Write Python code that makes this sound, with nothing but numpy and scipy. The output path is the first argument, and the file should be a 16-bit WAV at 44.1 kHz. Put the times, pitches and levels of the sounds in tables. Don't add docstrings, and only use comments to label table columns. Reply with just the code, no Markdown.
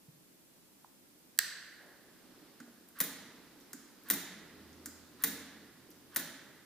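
import sys
import numpy as np
from scipy import signal
from scipy.fft import rfft, irfft, next_fast_len
from scipy.io import wavfile
from scipy.ndimage import uniform_filter1d, map_coordinates

SR = 44100
rng = np.random.default_rng(int(sys.argv[2]) if len(sys.argv) > 2 else 0)


def invert_db(level):
    return 10 ** (np.asarray(level, dtype=float) / 20)


def materialize(psi):
    bounded = np.clip(np.atleast_2d(psi).T, -1, 1)
    quanta = np.round(bounded * 32767).astype(np.int16)
    wavfile.write(sys.argv[1], SR, quanta)


N = 293286
SPAN, SHORT, BRIEF = SR, SR // 2, SR // 8


def unit(x):
    return x / np.sqrt(np.mean(x ** 2) + 1e-20)


def along(points, hz):
    f, v = np.transpose(points)
    return np.interp(np.log(hz + 1), np.log(f + 1), v)


def curves(rows):
    s, *cols = np.transpose(rows)
    return [np.interp(np.arange(N) / SR, s, c) for c in cols]


def wobble(rate):
    return map_coordinates(rng.standard_normal(200), [np.arange(N) * rate / SR])


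def filtered(x, response):
    m = next_fast_len(x.shape[-1] + BRIEF)
    return irfft(rfft(x, m) * response(np.fft.rfftfreq(m, 1 / SR)), m)[..., :x.shape[-1]]


def resonant(x, modes):
    def response(f):
        total = 0
        for k, (centre, width, db) in enumerate(modes):
            damping = 1j * f * width
            total = total + (-1) ** k * invert_db(db) * damping / (centre * centre - f * f + damping)
        return total
    return filtered(x, response)


def paired(two, alike):
    def mixing(hz):
        turn = np.arccos(np.clip(along(alike, hz), -1, 1)) / 2
        return np.array([np.cos(turn), np.sin(turn)])
    mid, side = filtered(two, mixing)
    return np.array([mid + side, mid - side])


def rush(spectrum, alike):
    noise = filtered(rng.standard_normal((2, N)), lambda hz: invert_db(along(spectrum, hz)))
    return unit(paired(noise, alike))


def burst(*contacts):
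    shape = np.zeros(BRIEF)
    for delay, db, t60, attack in contacts:
        t = np.maximum(np.arange(BRIEF) / SR - delay, 0)
        shape += invert_db(db - 60 * t / t60) * (1 - np.exp(-t / attack))
    z = rfft(rng.standard_normal(BRIEF) * shape)
    even = irfft(z / np.sqrt(uniform_filter1d(np.abs(z) ** 2, size=9)), BRIEF)
    return even * shape / np.sqrt(np.abs(uniform_filter1d(even ** 2, size=40)) + 1e-12)


def peaked(x, db, tilt_db=0):
    x = filtered(x, lambda hz: invert_db(tilt_db * np.log2((hz + 300) / 5000)))
    return invert_db(db) * x / np.abs(x).max()


# frequency_hz, density_db
HISS = [(12, -58.5), (20, -25), (117, -12), (174, -2), (244, -5), (351, -6.5), (382, -12.5), (415, -8),
        (452, -11.5), (535, -10.5), (689, -15), (1310, -19.5), (3930, -20), (14700, -17.5), (16500, -32)]
# frequency_hz, likeness
HISS_ALIKE = [(60, 0.51), (240, 0.34), (950, -0.17), (3770, -0.22), (15000, 0.054)]


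def microphone_hiss():
    return invert_db(-63.5) * rush(HISS, HISS_ALIKE) * invert_db([[-.4], [.4]])


# start_s, level_db
TRAFFIC = [
    (0, -76),
    (1.2, -73.5),
    (1.9, -68.5),
    (2.45, -61.5),
    (2.9, -68.5),
    (3.4, -62.5),
    (4.0, -63.5),
    (4.6, -60.5),
    (5.6, -63.5),
    (6.65, -66.5),
]
# frequency_hz, density_db
RUMBLE = [(30, -20.5), (100, -18), (180, -10), (290, 0), (450, -10), (800, -29), (1500, -57)]
# frequency_hz, density_db
TYRES = [(200, -40), (500, -3.5), (900, -3.5), (1700, -5), (2600, -8.5), (5000, -7), (9000, -29)]


def traffic():
    strength_db, = curves(TRAFFIC)
    rumble = invert_db(strength_db + 1.8 * wobble(12)) * rush(RUMBLE, PORTS)
    tyres = invert_db(-66.5 + 0.81 * (strength_db + 63.5)) * rush(TYRES, PORTS)
    return rumble + tyres


# start_s, drone_hz, level_db
ENGINE = [
    (4.3, 77, -81),
    (4.8, 81.5, -65.5),
    (5.12, 81.4, -76),
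    (5.3, 81.3, -68.5),
    (5.75, 84.5, -80.5),
    (6.2, 88.3, -75),
    (6.65, 88.3, -86),
]
# centre_hz, width_hz, level_db
HUM = [(135, 14, -0.5)]


def engine():
    hz, level_db = curves(ENGINE)
    fade = np.clip((np.arange(N) / SR - 4.0) / 0.38, 0, 1)
    phase = 2 * np.pi * np.cumsum(hz + 1.06 * wobble(10)) / SR
    drone = invert_db(level_db + 2.0 + 1.6 * wobble(8)) * np.sin(phase)
    upper = invert_db(-73.5 + 3.3 * wobble(7.1)) * np.sin(1.5 * phase)
    return fade * (drone + resonant(upper, HUM))


def background():
    road = traffic()
    hiss = microphone_hiss()
    return (road + engine()) * invert_db([[-1.2], [1.2]]) + hiss


# frequency_hz, density_db
THUMP = [(150, -34), (300, -3), (600, 0), (1000, -6.5), (1600, -14), (3000, -37)]


def far_thump():
    start_s, level_db, t60_s = 1.8, -62, 1.46
    t = np.maximum(np.arange(N) / SR - start_s, 0)
    envelope = invert_db(level_db - 60 * t / t60_s + 0.93 * wobble(25.6)) * (1 - np.exp(-t / 0.0052))
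    return envelope * rush(THUMP, PORTS)


def diffused(x, size=45):
    power = uniform_filter1d(np.abs(rfft(x)) ** 2, size=size)
    return np.roll(irfft(np.sqrt(np.abs(power)), len(x)), 132)


def blurred(x, tilt_db):
    def low_share(hz):
        return 1 / (1 + (hz / 3500) ** 4)
    low = filtered(diffused(x), low_share)
    high = filtered(diffused(x, size=110), lambda hz: 1 - low_share(hz))
    return filtered(low + high, lambda hz: invert_db(tilt_db * np.log2((hz + 300) / 4000)))


# frequency_hz, t60_s
GARAGE = [(150, 1.46), (500, 1.27), (1500, 1.63), (4000, 1.06), (8000, 0.7), (15000, 0.36)]
# frequency_hz, level_db
WET = [(150, -1), (500, -3), (1500, -3), (4000, 1), (8000, -4), (15000, -7.5)]
# frequency_hz, likeness
PORTS = [(60, 0.78), (180, 1), (550, 0.91), (1650, 0.92), (4970, 0.21), (15000, -0.023)]
# frequency_hz, left_minus_right_db
SHADOW = [(200, -3), (2000, -4.5), (8000, -3), (11000, -3), (14500, 6)]


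def add(out, s, dry, pan_db=0, wet_db=0, size=SPAN, walls=np.asarray):
    hz, t, z = signal.stft(rng.standard_normal((2, size)), SR, nperseg=256)
    fade = invert_db(-60 * t / along(GARAGE, hz)[:, None])
    fade = fade / np.linalg.norm(fade, axis=1)[:, None]
    fade = fade * invert_db(along(WET, hz) + wet_db)[:, None]
    tail = signal.istft(z * fade, SR, nperseg=256)[1] / np.sqrt(128)
    onset = 1 - np.exp(-np.arange(tail.shape[1]) / SR / 0.0013)
    tail = paired(tail * onset, PORTS) * invert_db([[-1], [1]])
    sound = signal.fftconvolve(walls(dry)[None], tail, axes=1)
    side = np.array([[.5], [-.5]])
    direct = filtered(dry, lambda f: invert_db(side * (along(SHADOW, f) + pan_db)) * np.exp(side * 1j * f / 9000))
    sound[:, :len(dry)] += direct
    start = round(s * SR)
    out[:, start:start + sound.shape[1]] += sound


# start_s, peak_db, centre_hz
TAPS = [
    (0.081, -47.5, 150),
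    (0.844, -44, 918),
    (2.676, -49, 288),
    (2.678, -50.5, 620),
    (2.808, -61, 320),
    (2.868, -59, 234),
    (3.571, -53, 304),
    (5.889, -49.5, 318),
]


def knocks(out):
    for s, db, hz in TAPS:
        knock = resonant(burst((0, 0, 0.0176, .001)), [(hz, 0.2 * hz, 0)])
        knock = resonant(knock, [(hz, 0.68 * hz, 0)])
        add(out, s, peaked(knock, db - 2), wet_db=-7.5, size=BRIEF)


# start_s, peak_db, centre_hz
TICKS = [
    (2.886, -46, 12100),
    (3.601, -51, 12500),
    (3.608, -52.5, 5930),
    (4.035, -49, 13500),
    (4.728, -52, 6100),
    (5.904, -45.5, 13200),
    (5.912, -52.5, 5800),
]


def cable_ticks(out):
    for s, db, hz in TICKS:
        tick = resonant(burst((0, 0, 200 / hz, .0015)), [(hz, 0.24 * hz, 0)])
        add(out, s, peaked(tick, db), wet_db=3, size=BRIEF)


# start_s, peak_db, left_minus_right_db
LEVER = [
    (1.376, -44, -12),
    (1.3879, -6.5, -5.5),
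]
# centre_hz, width_hz, level_db
LEVER_BODY = [(546, 550, -25), (1110, 220, -15.5), (1643, 148, 0), (1870, 175, -0.5), (2800, 310, -9.5),
              (3324, 220, -9), (4200, 400, -3.5), (4790, 350, -4.5), (5890, 280, -3), (7580, 540, -3),
              (8340, 780, -3), (10830, 490, -6), (12160, 380, -2), (13760, 1300, -7), (15500, 380, -1)]


def lever(out):
    for s, db, pan_db in LEVER:
        snap = resonant(burst((0.00026, 0, .006, .002)), LEVER_BODY)
        snap = peaked(snap, db, tilt_db=1)
        add(out, s, snap, pan_db + 4.0, wet_db=-2.5, walls=lambda x: blurred(x, -2.9))


def boom(out, s, db, modes, wet_db, t60):
    add(out, s + .003, peaked(resonant(burst((0, 0, t60, .003)), modes), db), wet_db=wet_db)


# start_s, peak_db, brightness_db_per_octave
STOPS = [
    (2.601, -41.5, -4.5),
    (3.731, -33.5, 1),
    (4.858, -30, 1.5),
]
# centre_hz, width_hz, level_db
END_STOP = [(1470, 220, 3.5), (2000, 510, -5), (5120, 1500, -6.5), (6750, 390, 1.5), (7570, 410, 0),
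            (9250, 800, -2.5), (13500, 3400, -6)]
# centre_hz, width_hz, level_db
BARS = [(237.5, 15, 0.5), (280, 18, -2), (312, 27, -9.5)]


def throttle_stops(out):
    for s, db, tilt_db in STOPS:
        click = resonant(burst((0, 0, 0.035, 0.00028)), END_STOP)
        add(out, s, peaked(click, db, tilt_db), wet_db=0.8, size=SHORT, walls=diffused)
        boom(out, s, -45, BARS, wet_db=-2.5, t60=0.013)


# frequency_hz, level_db, t60_s
RING = [(180.6, -7, 0.23), (210.8, -6, 0.42), (277, -3, 0.81), (343.3, -11.5, 0.57), (464.5, -8.5, 0.22),
        (1483, -12, 0.45), (1567, -16, 0.45), (1705, -7.5, 0.66), (1853, -11, .3), (1903, -11, 0.29),
        (2051, -12.5, .7), (2460, -10.5, .25), (3720, -8.5, 0.55), (4554, -14, 0.23)]


def ringing(out):
    t = np.arange(SHORT) / SR
    envelope = (1 - np.exp(-t / .008)) * (1 - t / t[-1])
    for s, slam_db, *_ in SLAMS:
        ring = np.zeros(SHORT)
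        for hz, level, t60 in RING:
            strength, phase = rng.standard_normal(2)
            ring += invert_db(level + 2.5 * strength - 60 * t / t60) * np.sin(2 * np.pi * hz * t + 3 * phase)
        add(out, s, invert_db(slam_db - 29) * ring * envelope, wet_db=-8, size=SHORT)


# centre_hz, width_hz, level_db
CABLE = [(1120, 220, -3.5), (1570, 240, 1), (1810, 280, -1), (3800, 2400, -14)]


def cable_return(out, s, slam_db):
    lead = np.arange(BRIEF // 2) / SR
    stroke = np.clip((lead - .002) / 0.031, 0, 1) * invert_db(60 * lead)
    whir = unit(resonant(rng.standard_normal(len(lead)), CABLE)) * stroke
    add(out, s - lead[-1], invert_db(slam_db - 46.5) * whir, size=SHORT)
    flick = resonant(burst((0, 0, 0.034, .001)), [(13500, 6300, 0)])
    flick = resonant(flick, [(13500, 8200, 0)])
    add(out, s - .015, peaked(flick, slam_db - 23), size=BRIEF)


# start_s, peak_db, bounce_delay_s, brightness_db_per_octave
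SLAMS = [
    (3.0026, -12, 0.0066, 1.5),
    (4.1005, -13, 0.0071, 1.5),
    (5.237, -13, .0043, 1.5),
    (6.1606, -16, 0.0047, 0.57),
]
# centre_hz, width_hz, level_db
HOUSING = [(1084, 100, -7), (1505, 113, -3.5), (1730, 80, -2.5), (1902, 183, -2), (3880, 950, -10),
           (4810, 540, -10), (6020, 690, -8.5), (7250, 390, -6), (9570, 410, -3.5), (10100, 76, -3),
           (11000, 800, -10), (12000, 410, -7.5), (13370, 250, 0.5), (13505, 127, 4), (14000, 345, 3.5),
           (15330, 250, -2)]
# frequency_hz, level_db
HAND = [(1900, 0.5), (2600, -2.5), (4500, -1), (7000, -1)]
# centre_hz, width_hz, level_db
FRAME = [(32, 21, -28), (174.3, 24, -3), (213.3, 22.6, -1), (273.4, 28.6, -2.5), (348, 27, -9),
         (448, 62, -8.5), (636, 64, -10), (848, 122, -15)]


def throttle_slams(out):
    for s, db, bounce_s, tilt_db in SLAMS:
        cable_return(out, s, db)
        blows = burst((0, 0, .016, .0003), (bounce_s, -8, .04, .001), (0.033, -16.5, .05, .002))
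        slam = peaked(resonant(blows, HOUSING), db, tilt_db)
        shaded = filtered(slam, lambda hz: invert_db(along(HAND, hz)))
        add(out, s, shaded, wet_db=0.03, walls=lambda _: blurred(slam, tilt_db=-0.4))
        boom(out, s, db - 24.5, FRAME, wet_db=7, t60=0.027)


def scene():
    out = np.zeros((2, N + 2 * SPAN))
    for source in (lever, throttle_slams, throttle_stops, cable_ticks, knocks, ringing):
        source(out)
    return out[:, :N] + background() + far_thump()


def low_pass(x):
    return signal.sosfilt(signal.butter(12, 16620, fs=SR, output="sos"), x)


def record(dry):
    top_hz = 15300
    mix = filtered(dry, lambda hz: invert_db(-15 * np.clip((hz - top_hz + 200) / 450, 0, 1)))
    return low_pass(mix)


dry = scene()
out = record(dry)
materialize(out)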